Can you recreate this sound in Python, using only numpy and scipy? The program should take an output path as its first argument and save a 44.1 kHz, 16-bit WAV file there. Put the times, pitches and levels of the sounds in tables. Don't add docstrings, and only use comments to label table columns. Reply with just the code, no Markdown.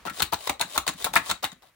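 import sys
import numpy as np
from scipy import signal
from scipy.fft import rfft, irfft, next_fast_len
from scipy.io import wavfile

SR = 44100
rng = np.random.default_rng(int(sys.argv[2]) if len(sys.argv) > 2 else 0)


def output_pcm(signal):
    pcm = np.clip(np.atleast_2d(signal).T, -1, 1) * 32767
    wavfile.write(sys.argv[1], SR, np.round(pcm).astype(np.int16))


N = 77175

# (frequency [Hz], density [dB per Hz])
FLOOR_SPECTRUM = [(20, -26), (52, -14.5), (100, -14.5), (150, -17), (300, -17.5), (900, -29.5),
                  (2000, -10.5), (4000, -30), (8000, -24), (16000, -29)]
FLOOR_DB = -70
# (time [s], level [dB])
HANDLING_LEVEL = [(0, -52.5), (.3, -72), (.7, -67), (1.1, -53.5), (1.45, -65.5), (1.6, -67), (1.75, -70)]
# (frequency [Hz], density [dB per Hz])
HANDLING_SPECTRUM = [(20, -23), (50, 0), (100, -10), (200, -12.5), (400, -17.5), (1200, -14.5),
                     (4000, -22.5), (16000, -38)]

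# (start [s], length [s], level [dB])
BRUSHES = [(0.051, 0.024, -39.5), (0.195, 0.0067, -30.5), (0.32, 0.018, -30.5), (.470, 0.0057, -24.5),
           (0.595, 0.039, -35), (0.746, 0.021, -33.5), (0.865, 0.035, -33), (1.038, 0.035, -35),
           (1.134, 0.046, -33), (1.2889, .028, -30.5), (1.426, 0.017, -30), (1.516, 0.016, -50.5),
           (1.619, 0.028, -55), (1.651, 0.047, -59)]
# (frequency [Hz], density [dB per Hz])
BRUSH_SPECTRUM = [(60, -13.5), (250, -16), (420, -1.5), (700, 1), (1500, 0), (2400, -7), (3900, 1.5),
                  (4900, -7), (8000, -11), (11000, -6), (12700, -10.5), (14500, -5.5)]
# (start [s], end [s], final level [dB])
SLIDES = [(0.116, 0.205, -38), (0.368, 0.471, -39.5), (0.664, 0.772, -37), (0.956, 1.037, -38),
          (1.215, 1.308, -36)]
# (frequency [Hz], density [dB per Hz])
SLIDE_SPECTRUM = [(100, -17), (400, -6), (700, 2), (1200, -1.5), (2500, 0.5), (3800, 5.5), (4900, -2),
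                  (7500, -0.5), (10500, 1), (12700, -10), (14500, 0)]
SLIDE_RISE_DB = 16.5
BRUSH_ROUGH_DB, SLIDE_ROUGH_DB = 6, 5
GRAINS_PER_S = 900
RUB_ATTACK_S, RUB_RELEASE_S = 0.0012, 0.0016

# (time [s], level [dB], 60 dB decay time [s], sheen of the top octave [dB])
CLICKS = [(0.052, -37.5, 0.022, -8), (.065, -31, 0.018, 7), (.097, -32.5, 0.032, 4),
          (0.1583, -41.5, 0.0057, -7), (0.2035, -16.5, 0.0086, -24), (0.2203, -21, 0.03, 17),
          (0.222, -7.5, 0.011, 9), (0.227, -10.5, 0.01, 2), (0.3243, -30, 0.014, 3),
          (0.3342, -10, 0.0087, 17), (0.3427, -19.5, .012, -26), (.4745, -20, 0.01, -33),
          (.493, -26, 0.013, -8), (.496, -15, 0.016, -0.5), (0.596, -26.5, 0.011, -11),
          (0.609, -25, 0.012, 5), (0.6123, -12, 0.017, -0.5), (.6195, -20, 0.01, -0.5),
          (0.76, -21.5, 0.0025, -26), (0.7779, -10, 0.015, 3.5), (0.78, -19.5, 0.012, 7),
          (0.8657, -30, 0.014, -0.5), (0.8785, -7.5, 0.0047, -9), (0.8838, -18.5, 0.012, 2.5),
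          (0.891, -15, 0.0061, -6.5), (.936, -34.5, .02, 6), (1.024, -32, .022, -3),
          (1.0436, -14, 0.036, 7), (1.0482, -21, .018, 0.5), (1.133, -32, 0.011, 5),
          (1.1377, -14.5, 0.0059, -1.5), (1.156, -7, 0.008, 7), (1.167, -18.5, 0.042, 1),
          (1.3, -15.5, 0.011, -27.5), (1.312, -14.5, 0.015, -6), (1.406, -50, .007, 1),
          (1.4427, -11, 0.0062, 3), (1.449, -24.5, 0.036, 0), (1.518, -36, 0.013, -23),
          (1.5294, -52, 0.011, -3)]
# (frequency [Hz], density [dB per Hz])
EDGE_SPECTRUM = [(200, -9), (800, -5), (2000, 5), (3000, -0.5), (3900, 11.5), (4900, -6), (7000, 3),
                 (10000, 1.5), (12500, 0), (14800, 1)]
# (frequency [Hz], share of the sheen [1])
SHEEN_SHARE = [(8000, 0.069), (13500, 0.93)]
CLICK_ATTACK_S = .00009

# (time [s], level [dB], resonance [Hz])
PATS = [(.053, -33, 800), (0.063, -32.5, 600), (0.08, -27.5, 1360), (0.098, -30.5, 1620),
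        (0.203, -24.5, 1010), (0.327, -24.5, 700), (.472, -34, 1000), (.495, -23, 720), (0.512, -48, 1000),
        (.604, -26, 800), (.620, -24, 1500), (0.759, -28, 1100), (0.798, -54, 1200), (.892, -30, 1100),
        (1.005, -41.5, 600), (1.059, -30.5, 650), (1.068, -25, 900), (1.139, -28, 1000),
        (1.1586, -14.5, 1120), (1.173, -20.5, 1400), (1.298, -26, 1100), (1.448, -25.5, 1600),
        (1.633, -50.5, 700)]
PAT_T60_S, PAT_OCTAVES = 0.038, 0.37
# (time [s], level [dB])
BUMPS = [(.055, -43), (.105, -43), (0.198, -45.5), (0.641, -44.5), (0.888, -37), (.943, -46),
         (1.085, -45.5), (1.11, -46.5), (1.158, -33), (1.194, -42), (1.288, -48), (1.519, -48.5),
         (1.559, -59)]
# (frequency [Hz], density [dB per Hz])
BUMP_SPECTRUM = [(40, -21), (90, -9.5), (145, 0), (240, 2.5), (400, -16), (1000, -43.5), (4000, -76)]
BUMP_ATTACK_S, BUMP_T60_S = 0.0023, 0.092

# (time [s], slap level [dB], resonance of the air pocket [Hz], its level [dB],
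# thump level [dB], extra to the left [dB])
LANDINGS = [(0.071, -35.5, 1430, -32, -47.5, -7), (.220, -24.5, 1290, -27, -37.5, -1),
            (.3275, -33, 1005, -25.5, -41.5, 3), (0.4947, -25, 1050, -21, -40, -3.5),
            (.611, -29, 940, -30, -47.5, -6), (.777, -25, 1190, -18, -40, -4.5),
            (0.876, -31.5, 1340, -28, -50, -3.5), (1.044, -31, 860, -32, -46.5, -3),
            (1.162, -17.5, 1917, -9.5, -43.5, 0), (1.312, -27.5, 1440, -25, -43, -4),
            (1.437, -27.5, 892, -23.5, -43.5, -1.5)]
# (frequency [Hz], density [dB per Hz])
SLAP_SPECTRUM = [(60, -27.5), (200, -15), (400, -16.5), (660, -2), (1200, 3), (1700, -14), (2500, 1),
                 (4000, -16), (7000, -24), (16000, -39.5)]
SLAP_ATTACK_S, SLAP_T60_S = 0.00032, 0.047
POCKET_T60_S, POCKET_OCTAVES = 0.034, .17
SKIRT_DB = 17
THUMP_HZ, THUMP_ATTACK_S, THUMP_T60_S = 84, 0.00376, 0.053
# (frequency [Hz], density [dB per Hz])
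FLESH_SPECTRUM = [(30, -6.5), (60, -9.5), (150, -0.5), (250, 2.5), (400, -7), (600, -32), (2000, -55)]
FLESH_DB, FLESH_T60_S = 3, 0.085

# (frequency [Hz], likeness [1])
LIKENESS = [(60, 0.92), (150, 0.94), (300, 0.99), (600, 0.23), (1100, 0.81), (2000, 0.45), (4000, 0.27),
            (8000, 0.18), (14000, 0.82)]
# (frequency [Hz], level difference [dB])
LEFT_EXCESS = [(60, 1.5), (250, 0.5), (550, 11), (1000, 8), (2000, 2.5), (4000, 5.5), (8000, 2.8),
               (13000, 0)]
LEFT_LEAD_S = .00004
# (frequency [Hz], 60 dB decay time [s])
ROOM_T60 = [(100, 0.25), (500, 0.21), (1000, 0.18), (2000, 0.19), (4000, 0.19), (9000, 0.16), (16000, 0.15)]
# (frequency [Hz], density [dB per Hz])
ROOM_TONE = [(100, 1), (500, -1.5), (1500, 0), (4000, -1.5), (9500, -2), (12700, -13), (15000, -0.5)]
DESK_DB, DESK_T60_S, DESK_DELAY_S = -3.5, 0.033, 0.001163
ROOM_DB, ROOM_DELAY_S = -8.5, .006
LOW_CUT_HZ, TOP_HZ, CEILING = 44, 16150, .95


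def amp(db):
    return 10 ** (np.asarray(db) / 20)


def along(points, hz):
    f, value = np.transpose(points)
    return np.interp(np.log(hz + 1), np.log(f + 1), value)


def filtered(x, response):
    size = next_fast_len(N + 8192)
    spectrum = rfft(x, size) * response(np.fft.rfftfreq(size, 1 / SR))
    return irfft(spectrum, size)[..., :N]


def noise(spectrum, size):
    hz = np.fft.rfftfreq(size, 1 / SR)
    angle = np.arccos(np.clip(along(LIKENESS, hz), -1, 1)) / 2
    white = rfft(rng.standard_normal((2, size)))
    coloured = white * amp(along(spectrum, hz))
    mid, side = irfft(coloured * [np.cos(angle), np.sin(angle)], size)
    pair = np.array([mid + side, mid - side])
    return pair / pair.std()


def clock():
    return np.arange(SR // 3) / SR


def strike(attack, t60):
    return (1 - np.exp(-clock() / attack)) * amp(-60 * clock() / t60)


def burst(spectrum, attack, t60):
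    envelope = strike(attack, t60)
    x = envelope * noise(spectrum, len(envelope))
    return x * np.sqrt(np.mean(envelope ** 2) / np.mean(x ** 2))


def ring(hz, attack, t60):
    return np.sqrt(2) * np.sin(2 * np.pi * hz * clock()) * strike(attack, t60)


def rub(spectrum, length, rough_db):
    t = clock()
    grain_db = rough_db * np.interp(t * GRAINS_PER_S, np.arange(len(t)), rng.standard_normal(len(t)))
    grain = amp(grain_db)
    grain /= np.sqrt(np.mean(grain ** 2))
    onset = 1 - np.exp(-t / RUB_ATTACK_S)
    release = np.exp(-np.maximum(t - length, 0) / RUB_RELEASE_S)
    return onset * release * grain * noise(spectrum, len(t))


def hollow(hz, octaves):
    f = np.geomspace(20, SR / 2, num=200)
    detuning = np.log2(f / hz) / octaves
    return np.transpose([f, -SKIRT_DB * np.log10(1 + detuning ** 2)])


def add(track, s, sound):
    part = track[:, max(round(s * SR), 0):][:, :sound.shape[-1]]
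    part += sound[..., :part.shape[1]]


def background():
    level_db = np.interp(np.arange(N) / SR, *np.transpose(HANDLING_LEVEL))
    room = amp(FLOOR_DB) * noise(FLOOR_SPECTRUM, N)
    return room + amp(level_db) * noise(HANDLING_SPECTRUM, N)


def brushes():
    out = np.zeros((2, N))
    for s, length, db in BRUSHES:
        add(out, s, amp(db) * rub(BRUSH_SPECTRUM, length, BRUSH_ROUGH_DB))
    return out


def clicks():
    out = np.zeros((2, N))
    for s, db, t60, sheen_db in CLICKS:
        colour = [(hz, level + sheen_db * along(SHEEN_SHARE, hz)) for hz, level in EDGE_SPECTRUM]
        add(out, s, amp(db) * burst(colour, CLICK_ATTACK_S, t60))
    return out


def pats():
    out = np.zeros((2, N))
    for s, db, hz in PATS:
        add(out, s, amp(db) * burst(hollow(hz, PAT_OCTAVES), SLAP_ATTACK_S, PAT_T60_S))
    return out


def bumps():
    out = np.zeros((2, N))
    for s, db in BUMPS:
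        add(out, s, amp(db) * burst(BUMP_SPECTRUM, BUMP_ATTACK_S, BUMP_T60_S))
    return out


def landings():
    out = np.zeros((2, N))
    for s, slap_db, hz, pocket_db, thump_db, left_db in LANDINGS:
        slap = amp(slap_db) * burst(SLAP_SPECTRUM, SLAP_ATTACK_S, SLAP_T60_S)
        pocket = amp(pocket_db) * burst(hollow(hz, POCKET_OCTAVES), SLAP_ATTACK_S, POCKET_T60_S)
        add(out, s, (slap + pocket) * amp([[left_db / 2], [-left_db / 2]]))
        mode = ring(THUMP_HZ, THUMP_ATTACK_S, THUMP_T60_S)
        flesh = amp(FLESH_DB) * burst(FLESH_SPECTRUM, BUMP_ATTACK_S, FLESH_T60_S)
        add(out, s, amp(thump_db) * (mode + flesh))
    return out


def slides():
    out = np.zeros((2, N))
    for s, end, db in SLIDES:
        length = end - s
        swell_db = -SLIDE_RISE_DB * np.minimum(clock() / length - 1, 0) ** 2
        add(out, s, amp(db + swell_db) * rub(SLIDE_SPECTRUM, length, SLIDE_ROUGH_DB))
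    return out


def echo(x, t60s, delay):
    hz, t, bands = signal.stft(noise(ROOM_TONE, SR // 2), SR, nperseg=256)
    decay = amp(-60 * t / along(t60s, hz)[:, None])
    tail = signal.istft(bands * decay, SR, nperseg=256)[1]
    tail = tail / np.linalg.norm(tail[0])
    tail = np.pad(tail, ((0, 0), (round(delay * SR), 0)))
    return signal.fftconvolve(x, tail, axes=1)[:, :N]


def reflected(x):
    desk = amp(DESK_DB) * echo(x, [(1000, DESK_T60_S)], DESK_DELAY_S)
    room = amp(ROOM_DB) * echo(x, ROOM_T60, ROOM_DELAY_S)
    return x + desk + room


def to_the_left(x):
    sides = np.array([[.5], [-.5]])

    def response(hz):
        return amp(sides * along(LEFT_EXCESS, hz)) * np.exp(2j * np.pi * hz * sides * LEFT_LEAD_S)

    return filtered(x, response)


def scene():
    quiet = background()
    friction = brushes() + slides()
    blows = pats() + bumps() + landings()
    cards = sum(reflected(x) for x in (friction, clicks(), blows))
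    return to_the_left(cards) + quiet


def record(dry):
    thin = signal.sosfilt(signal.butter(4, LOW_CUT_HZ, "high", fs=SR, output="sos"), dry)
    rounded = thin / (1 + (thin / CEILING) ** 6) ** (1 / 6)
    return filtered(rounded, lambda hz: 1 / np.sqrt(1 + (hz / TOP_HZ) ** 180))


dry = scene()
out = record(dry)
output_pcm(out)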